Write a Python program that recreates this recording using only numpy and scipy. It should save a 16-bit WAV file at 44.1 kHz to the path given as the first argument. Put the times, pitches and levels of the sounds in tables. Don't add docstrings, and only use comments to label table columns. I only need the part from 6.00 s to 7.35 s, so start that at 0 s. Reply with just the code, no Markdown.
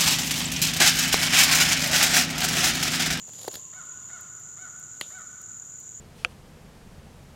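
import sys
import numpy as np
from scipy import signal
from scipy.fft import rfft, irfft, next_fast_len
from scipy.io import wavfile

SR = 44100
rng = np.random.default_rng(int(sys.argv[2]) if len(sys.argv) > 2 else 0)


def bounce(signal):
    frames = np.transpose(np.atleast_2d(signal))
    limited = np.clip(frames, -1, 1)
    pcm = np.round(limited * 32767).astype(np.int16)
    wavfile.write(sys.argv[1], SR, pcm)


N = 59535

# f/Hz, level/dB
RUMBLE_SPECTRUM = [(12, -32), (20, -4.5), (38, -2), (54, -6), (86, 0), (113, -12.5), (134, -0.5), (189, -5),
                   (242, -8.5), (274, -17.5), (300, -16.5), (390, -49), (660, -120)]
# f/Hz, level/dB
HISS_SPECTRUM = [(180, -42), (300, -5), (391, -2.5), (493, -2), (573, -5.5), (911, -7.5), (990, -10),
                 (1270, -11), (3160, -17), (3490, -18), (7490, -21), (13200, -28), (15800, -37.5)]
# centre t/s, half width t/s, level/dB
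SWELLS = [(0.202, 0.034, -56), (0.314, 0.015, -59)]
# f/Hz, level/dB
SWELL_SPECTRUM = [(1200, -10), (2800, 6), (5000, -1.5), (10500, -5), (15000, -16)]
# f/Hz, level/dB
CRACK_SPECTRUM = [(300, 5), (2000, -6), (5000, 15), (10000, 5), (13000, 0), (16000, -29)]
# f/Hz, level/dB, 60 dB decay t/s
CLACK_MODES = [(875, -16.5, 0.0078), (1294, -26.5, 0.022), (1404, -10.5, 0.01), (2524, 0, 0.0065),
               (2895, -16.5, 0.013), (4410, -17.5, .008), (6190, -24, 0.0075), (10100, -24.5, 0.0054),
               (11500, -46, 0.0022)]
# f/Hz, level/dB, 60 dB decay t/s
PANE_MODES = [(355, -39, 0.061), (507, -34, 0.065), (562, -38.5, 0.06), (721, -33.5, 0.045),
              (1625, -37, 0.038), (2690, -41, 0.056), (3100, -46, 0.056), (3360, -44, 0.053),
              (5970, -53, 0.085)]
# f/Hz, level/dB
ROOM_SPECTRUM = [(150, -9), (500, 12), (1000, -26), (2000, 4), (2800, -9), (4500, -9), (7000, -6),
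                 (15000, -32)]

RUMBLE_DB, HISS_DB = -49, -54.5
PECK_S = 0.2478
CRACK_DB, CRACK_ATTACK_S, CRACK_T60_S = -17, 0.0008, 0.0056
CLACK_DB, CLACK_ATTACK_S = 1.5, 0.00066
RADIATE_HZ = 510
PANE_DB, PANE_ATTACK_S = 3, 0.0043
ROOM_DB, ROOM_T60_S = -44, 0.047
TOP_HZ = 16000


def amp(db):
    return 10 ** (np.asarray(db) / 20)


def unit(x):
    return x / np.sqrt(np.mean(x ** 2) + 1e-20)


def filtered(x, response):
    m = next_fast_len(N + 8192)
    return irfft(rfft(x, m) * response(np.fft.rfftfreq(m, 1 / SR)), m)[..., :N]


def noise(spectrum):
    f, db = np.transpose(spectrum)
    white = rng.standard_normal(N)
    return unit(filtered(white, lambda hz: amp(np.interp(np.log(hz + 1), np.log(f + 1), db))))


def background():
    t = np.arange(N) / SR
    rumble = amp(RUMBLE_DB) * noise(RUMBLE_SPECTRUM)
    hiss = amp(HISS_DB) * noise(HISS_SPECTRUM)
    swell = sum(amp(db) * np.exp(-0.5 * ((t - centre) / width) ** 2) for centre, width, db in SWELLS)
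    return rumble + hiss + swell * noise(SWELL_SPECTRUM)


def fade(t, t60):
    return (t > 0) * np.exp(-np.log(1000) * t / t60)


def ring(t, modes, attack_s):
    attack = 1 - np.exp(-t / attack_s)
    return attack * sum(amp(db) * fade(t, t60) * np.sin(2 * np.pi * hz * t) for hz, db, t60 in modes)


def beak_hit(t):
    attack = 1 - np.exp(-t / CRACK_ATTACK_S)
    crack = amp(CRACK_DB) * attack * fade(t, CRACK_T60_S) * noise(CRACK_SPECTRUM)
    clack = amp(CLACK_DB) * ring(t, CLACK_MODES, CLACK_ATTACK_S)
    low_cut = signal.butter(2, RADIATE_HZ, "highpass", fs=SR, output="sos")
    return signal.sosfilt(low_cut, crack + clack)


def pane_ring(t):
    return amp(PANE_DB) * ring(t, PANE_MODES, PANE_ATTACK_S)


def room_tail(t):
    return amp(ROOM_DB) * fade(t, ROOM_T60_S) * noise(ROOM_SPECTRUM)


def scene():
    since_peck = np.maximum(np.arange(N) / SR - PECK_S, 0)
    peck = beak_hit(since_peck) + pane_ring(since_peck) + room_tail(since_peck)
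    return (peck + background())[None]


def record(dry):
    return filtered(dry, lambda hz: hz < TOP_HZ)


dry = scene()
out = record(dry)
bounce(out)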